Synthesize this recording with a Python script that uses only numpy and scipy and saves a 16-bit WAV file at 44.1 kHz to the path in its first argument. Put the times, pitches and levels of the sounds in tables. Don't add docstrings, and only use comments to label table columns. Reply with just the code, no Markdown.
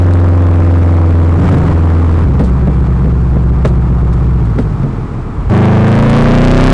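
import sys
import numpy as np
from scipy.fft import rfft, irfft, next_fast_len
from scipy.io import wavfile
from scipy.ndimage import uniform_filter1d, map_coordinates

SR = 44100
rng = np.random.default_rng(int(sys.argv[2]) if len(sys.argv) > 2 else 0)


def master(y):
    cut = np.clip(np.atleast_2d(y).T, -1, 1)
    pcm = np.round(cut * 32767)
    wavfile.write(sys.argv[1], SR, pcm.astype(np.int16))


N = 296793
TIME = np.arange(N) / SR
SLOW_S, PULL_S, BLEND_S = 2.25, 5.498, .008
CLUTCH_S, DROP_HZ_PER_S, IDLE_HZ = 4.36, 31.5, 32.12
DRONE_DB_PER_HZ, BURBLE_DB_PER_HZ, ROAD_DB_PER_HZ = -0.6142, -0.28, -0.0556
FREE_DRONE_DB, FREE_BURBLE_DB, UNLOAD_S = -1, 8, 0.18
SURGE_HZ, SURGE_DRONE_DB = 1.292, -6
LATE_SURGE_HZ, LATE_SURGE_DB = 18, 18
REV_UP_START_S, REV_UP_END_S = 5.6, 6.53

# (starting firing rate [Hz], slope [Hz/s], bend [Hz/s^2])
ENGINE_SPEEDS = [(90.6, -4.3, .48), (65.2, -1.9, 0), (100.4, 21.1, 3.1)]
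# (drone [dB], its rise [dB/s], burble [dB], its rise [dB/s],
# growl over drone [dB], rumble over road [dB])
STRETCH_LEVELS = [(-2.36, -2, -33, 8.5, -21, 2), (-1.93, -0.52, -21.5, 0.3, -30, 2),
                  (-1.5, 5, -30.5, 5.5, -14.5, 0)]
# (road [dB], its rise [dB/s], tyres over road [dB], unsteadiness [0-1])
ROAD_AND_FLUTTER = [(-21, -0.8, -4.5, .45), (-26.6, -0.7, 1.5, 1), (-18.5, 5.5, -6, .2)]
# (middle [s], length [s], strength [0-1], burble [dB])
ENGINE_SURGES = [(1.413, 0.12, 0.62, -5.5), (1.531, 0.25, 0.91, -1.5), (1.679, 0.17, .55, -10.5),
                 (2.191, 0.14, 0, -9), (2.331, 0.19, 0.4, -12), (5.4, .07, .95, -17),
                 (5.48, .12, 0.91, -17)]
# (multiple of the engine cycle rate [x], cruising [dB], slowing [dB],
# pulling at low revs [dB], at middle revs [dB], at high revs [dB])
DRONE_TONES = [(1.0, -10, -41, -28, -10, 0), (2.0, -31.5, -30, -21.5, -17.5, -19.5),
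               (3.0, -28, -20.5, -5.5, -8.5, -7.5), (4.0, 1.54, -7.0, 2.5, 1, -0.7),
               (5.0, -34.5, -22, -0.1, -0.5, 1.2), (6.0, -16, -64, -12.5, -21, -19),
               (7.0, -10.5, -17.5, -3, -6, -9), (8.0, -13, -15.5, -2.5, -0.4, 1.17),
               (9.0, -32, -13.5, -11.5, -10, -3.5), (10.0, -24, -28, -19.5, -23.5, -22.5),
               (11.0, -39, -15.5, -40, -16, -17), (12.0, -43, -31.5, -14, -16.5, -11.5),
               (13.0, -14.5, -41, -7.5, -15.5, -22), (14.0, -51.5, -38, -20, -42, -38),
               (15.0, -17.5, -45, -42.5, -41.5, -37.5), (16.0, -21.5, -45, -20, -10.5, -17)]
# (place in the cycle [0-1], level [dB])
CYLINDER_PULSES = [(0.021, 0), (0.272, -4), (0.479, -0.5), (.79, 0)]
# (pitch [Hz], width [Hz], level [dB])
GROWL_RINGS = [(380.5, 40, 0.5), (435, 38, 4.5), (534, 60, -5), (760, 49, 1), (977, 106, -3),
               (1120, 100, -4.5), (1690, 347, -14)]
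# (pitch [Hz], width [Hz], level [dB])
PIPE_RINGS = [(98.3, 15.4, -3.5), (142.4, 24.2, -2), (239, 73, -14.5), (450, 33, -20.5)]
# (frequency [Hz], level [dB])
RUSH_SPECTRUM = [(25, -29.5), (250, -4.5), (560, -2), (850, 3), (1250, 2.1), (1550, -7.5), (2350, -15.5),
                 (2700, -21), (5000, -30), (6300, -35), (7700, -34.5), (10000, -44)]
# (frequency [Hz], level [dB])
TYRE_SPECTRUM = [(25, 0), (100, 7), (220, 13.5), (400, 8), (600, -8), (1500, -45)]
# (middle [s], length [s], boost [dB])
ROUGH_PATCHES = [(1.501, 0.31, 7), (1.679, 0.13, 3.5), (2.18, 0.16, 0.5)]
# (frequency [Hz], level [dB])
RUMBLE_SPECTRUM = [(10, -5), (22, 0), (40, -2.5), (70, -1), (150, -31), (400, -77.5)]
# (time [s], level [dB], fade time [s])
TRIM_TICKS = [(0.135, -22.5, 0.016), (2.4, -29, 0.062), (2.439, -36, 0.18), (2.667, -51.5, .04),
              (3.656, -20.5, 0.021), (3.668, -34.5, 0.13), (4.129, -39.5, 0.098), (4.453, -43, .06),
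              (4.598, -42, .07), (4.62, -44, 0.088), (6.1, -24, 0.028), (6.172, -24, 0.018)]
# (frequency [Hz], level [dB])
TRIM_SPECTRUM = [(800, -14.5), (2800, 6), (4100, 2.5), (6000, -4), (8800, -3), (10500, -16.5)]
# (pitch [Hz], width [Hz], level [dB])
WHINE_RINGS = [(2330, 53, 4), (2800, 35, -4), (7580, 99, -19.5)]
# (time [s], boom [dB], crack [dB], boom fade time [s], dulled above [Hz])
FUEL_POPS = [(2.392, 5.5, -14.5, 0.047, 610), (2.416, 1.5, -30, 0.18, 600), (2.669, 5, -20.5, 0.051, 450),
             (3.04, 1, -26, 0.13, 340), (3.357, 1.5, -32, 0.082, 280), (3.646, 6.5, -8.5, 0.043, 745),
             (4.584, 1, -15.5, 0.043, 755), (4.829, -0.5, -25, 0.14, 450)]
# (pitch [Hz], width [Hz], level [dB])
POP_NOTES = [(141.2, 29.5, 3), (222, 72, 0), (268.3, 32, 0), (440, 45, -9.5), (625, 48, -10.5)]
# (frequency [Hz], level [dB])
CRACK_SPECTRUM = [(100, 10), (500, -2.5), (1200, 14.5), (3000, -6), (10000, -26.5)]
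# (frequency [Hz], gain [dB])
AMPLIFIER_TONE = [(60, 0.5), (300, 0.5), (560, 0.57), (900, -2.3), (1350, -1.63), (2300, -0.24),
                  (5000, 1.2), (10000, 2)]
# (frequency [Hz], level [dB])
HISS_SPECTRUM = [(100, -3), (1000, 14.5), (3000, 10), (8000, 0.5), (10500, -20)]


def amp(db):
    return 10 ** (np.asarray(db) / 20)


def unit(x):
    return x / np.sqrt(np.mean(x ** 2) + 1e-20)


def wobble(rate):
    return map_coordinates(rng.standard_normal(int(N * rate / SR) + 4), [TIME * rate])


def filtered(x, response):
    size = next_fast_len(N + SR // 2)
    return irfft(rfft(x, size) * response(np.fft.rfftfreq(size, 1 / SR)), size)[:N]


def gain_at(f, spectrum):
    hz, db = np.transpose(spectrum)
    return amp(np.interp(np.log(f + 1), np.log(hz), db))


def noise(spectrum):
    return unit(filtered(rng.standard_normal(N), lambda f: gain_at(f, spectrum)))


def dulled(x, hz):
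    return filtered(x, lambda f: 1 / (1 + 1j * f / hz) ** 2)


def resonate(x, rings):
    return filtered(x, lambda f: sum(
        (-1) ** k * amp(db) * 1j * f * width / (hz * hz - f * f + 1j * f * width)
        for k, (hz, width, db) in enumerate(rings)))


def decay(start, fade_s):
    return (TIME >= start) * amp(-60 * np.abs(TIME - start) / fade_s)


def swells(middle, length):
    return np.cos(np.pi * np.clip((TIME[:, None] - middle) / length, -.5, .5)) ** 2


def stretch():
    starts = np.array([0, SLOW_S, PULL_S])
    which = np.searchsorted(starts, TIME, side="right") - 1
    return which, TIME - starts[which]


def driving():
    which, t = stretch()
    start_hz, slope, bend = np.array(ENGINE_SPEEDS)[which].T
    drone_db, drone_rise, burble_db, burble_rise, growl_db, rumble_db = np.array(STRETCH_LEVELS)[which].T
    road_db, road_rise, tyre_db, _ = np.array(ROAD_AND_FLUTTER)[which].T
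    middle, length, strength, surge_burble_db = np.transpose(ENGINE_SURGES)
    shapes = swells(middle, length)
    surge = shapes @ strength
    geared_hz = start_hz + slope * t + bend * t ** 2
    free_s = np.maximum(TIME - CLUTCH_S, 0) * (TIME < PULL_S)
    free = np.minimum(free_s / UNLOAD_S, 1)
    lost_hz = np.minimum(DROP_HZ_PER_S * free_s, geared_hz - IDLE_HZ)
    firing_hz = geared_hz - lost_hz + (SURGE_HZ + LATE_SURGE_HZ * free) * surge
    boom_db = (1 - free) * SURGE_DRONE_DB * surge + free * (FREE_DRONE_DB + LATE_SURGE_DB * surge)
    drone_gain = amp(drone_db + drone_rise * t + DRONE_DB_PER_HZ * lost_hz + boom_db)
    steady_burble = amp(burble_db + burble_rise * t + FREE_BURBLE_DB * free + BURBLE_DB_PER_HZ * lost_hz)
    burble_gain = np.hypot(steady_burble, shapes @ amp(surge_burble_db))
    road_gain = amp(road_db + road_rise * t + ROAD_DB_PER_HZ * lost_hz)
    gains = np.array([drone_gain, amp(growl_db), burble_gain, road_gain, amp(tyre_db), amp(rumble_db)])
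    return firing_hz, surge, uniform_filter1d(gains, size=int(BLEND_S * SR), axis=1)


def cycle_wave(tone_db, cycles, size=4096):
    levels_db = np.interp(np.arange(65), np.r_[0:18, 28], np.r_[-30, tone_db, -40, -60])
    cepstrum = irfft(np.log(amp(levels_db)))
    tones = np.exp(rfft(cepstrum * np.r_[1, np.full(63, 2), 1, np.zeros(63)]))
    wave = irfft(np.r_[0, tones[1:len(tone_db) + 1]], size) * size / np.sqrt(2)
    return np.interp(cycles % 1 * size, np.arange(size + 1), np.r_[wave, wave[0]])


def drone(cycles, surge, flutter_db=1.73, jitter_cycles=.0016):
    slowed, pulled = [np.clip((TIME - s) / BLEND_S + .5, 0, 1) for s in (SLOW_S, PULL_S)]
    unsteady = np.array(ROAD_AND_FLUTTER)[stretch()[0], -1]
    cycles = cycles + unsteady * jitter_cycles * wobble(45)
    cruise, slow, low, middle, high = np.transpose(DRONE_TONES)[1:]
    cruising = (1 - surge) * cycle_wave(cruise, cycles) + surge * cycle_wave(low, cycles)
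    steps = np.r_[np.linspace(low, middle, 5)[:-1], np.linspace(middle, high, 5)]
    stage = np.interp(TIME, [REV_UP_START_S, REV_UP_END_S], [0, len(steps) - 1])
    pulling = sum(np.maximum(0, 1 - np.abs(stage - k)) * cycle_wave(db, cycles)
                  for k, db in enumerate(steps))
    note = (1 - slowed) * cruising + (slowed - pulled) * cycle_wave(slow, cycles) + pulled * pulling
    return note * amp(unsteady * flutter_db * wobble(60))


def growl(cycles):
    pulses = sum(amp(db) * np.diff(np.floor(cycles - place), prepend=np.floor(-place))
                 for place, db in CYLINDER_PULSES)
    return unit(resonate(pulses, GROWL_RINGS))


def burble(cycles):
    firings = np.flatnonzero(np.diff(np.floor(cycles * 4)))
    strength = 1 + rng.uniform(-1, 1, len(firings))
    puffs = np.zeros(N)
    puffs[firings] = strength * np.sqrt(np.gradient(firings))
    gas = rng.standard_normal(N)
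    return unit(resonate(unit(puffs) + gas, PIPE_RINGS))


def road(tyre_gain, surface_db=-0.5, grain_db=-0.4):
    middle, length, boost_db = np.transpose(ROUGH_PATCHES)
    rush = noise(RUSH_SPECTRUM) + tyre_gain * noise(TYRE_SPECTRUM)
    return rush * amp(surface_db * wobble(3.2) + grain_db * wobble(35) + swells(middle, length) @ boost_db)


def body_rumble():
    return noise(RUMBLE_SPECTRUM)


def trim_ticks():
    return noise(TRIM_SPECTRUM) * sum(amp(db) * decay(start, fade_s) for start, db, fade_s in TRIM_TICKS)


def whine(level_db=-59):
    slowing = stretch()[0] == 1
    return amp(level_db) * slowing * unit(resonate(rng.standard_normal(N), WHINE_RINGS))


def exhaust_pops(crack_fade_s=0.076, rise_s=0.016):
    out, crack = np.zeros(N), noise(CRACK_SPECTRUM)
    for start, boom_db, crack_db, boom_fade_s, silencer_hz in FUEL_POPS:
        flare = 1 - decay(start, rise_s)
        blast = flare * decay(start, boom_fade_s) * rng.standard_normal(N)
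        boom = dulled(resonate(blast, POP_NOTES), silencer_hz)
        out += amp(boom_db) * boom / np.abs(boom).max()
        out += amp(crack_db) * flare * decay(start, crack_fade_s) * crack
    return out


def scene():
    firing_hz, surge, gains = driving()
    drone_gain, growl_gain, burble_gain, road_gain, tyre_gain, rumble_gain = gains
    cycles = np.cumsum(firing_hz) / SR / 4
    engine = drone_gain * (drone(cycles, surge) + growl_gain * growl(cycles))
    engine += burble_gain * burble(cycles)
    rolling = road_gain * (road(tyre_gain) + rumble_gain * body_rumble())
    return (engine + rolling + exhaust_pops() + trim_ticks() + whine())[None]


def record(dry, ceiling=0.5, hardness=7, leak=0.0069, leak_hz=230, bass_hz=9, top_hz=10370, hiss_db=-59):
    sound = dry[0]
    flattened = sound / (1 + np.abs(sound / ceiling) ** hardness) ** (1 / hardness)
    rounded = flattened + leak * dulled(sound - flattened, leak_hz)
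    coloured = filtered(rounded, lambda f: gain_at(f, AMPLIFIER_TONE) * 1j * f / (bass_hz + 1j * f))
    hissy = coloured + amp(hiss_db) * noise(HISS_SPECTRUM)
    return filtered(hissy, lambda f: 1 / np.sqrt(1 + (f / top_hz) ** 120))[None]


dry = scene()
out = record(dry)
master(out)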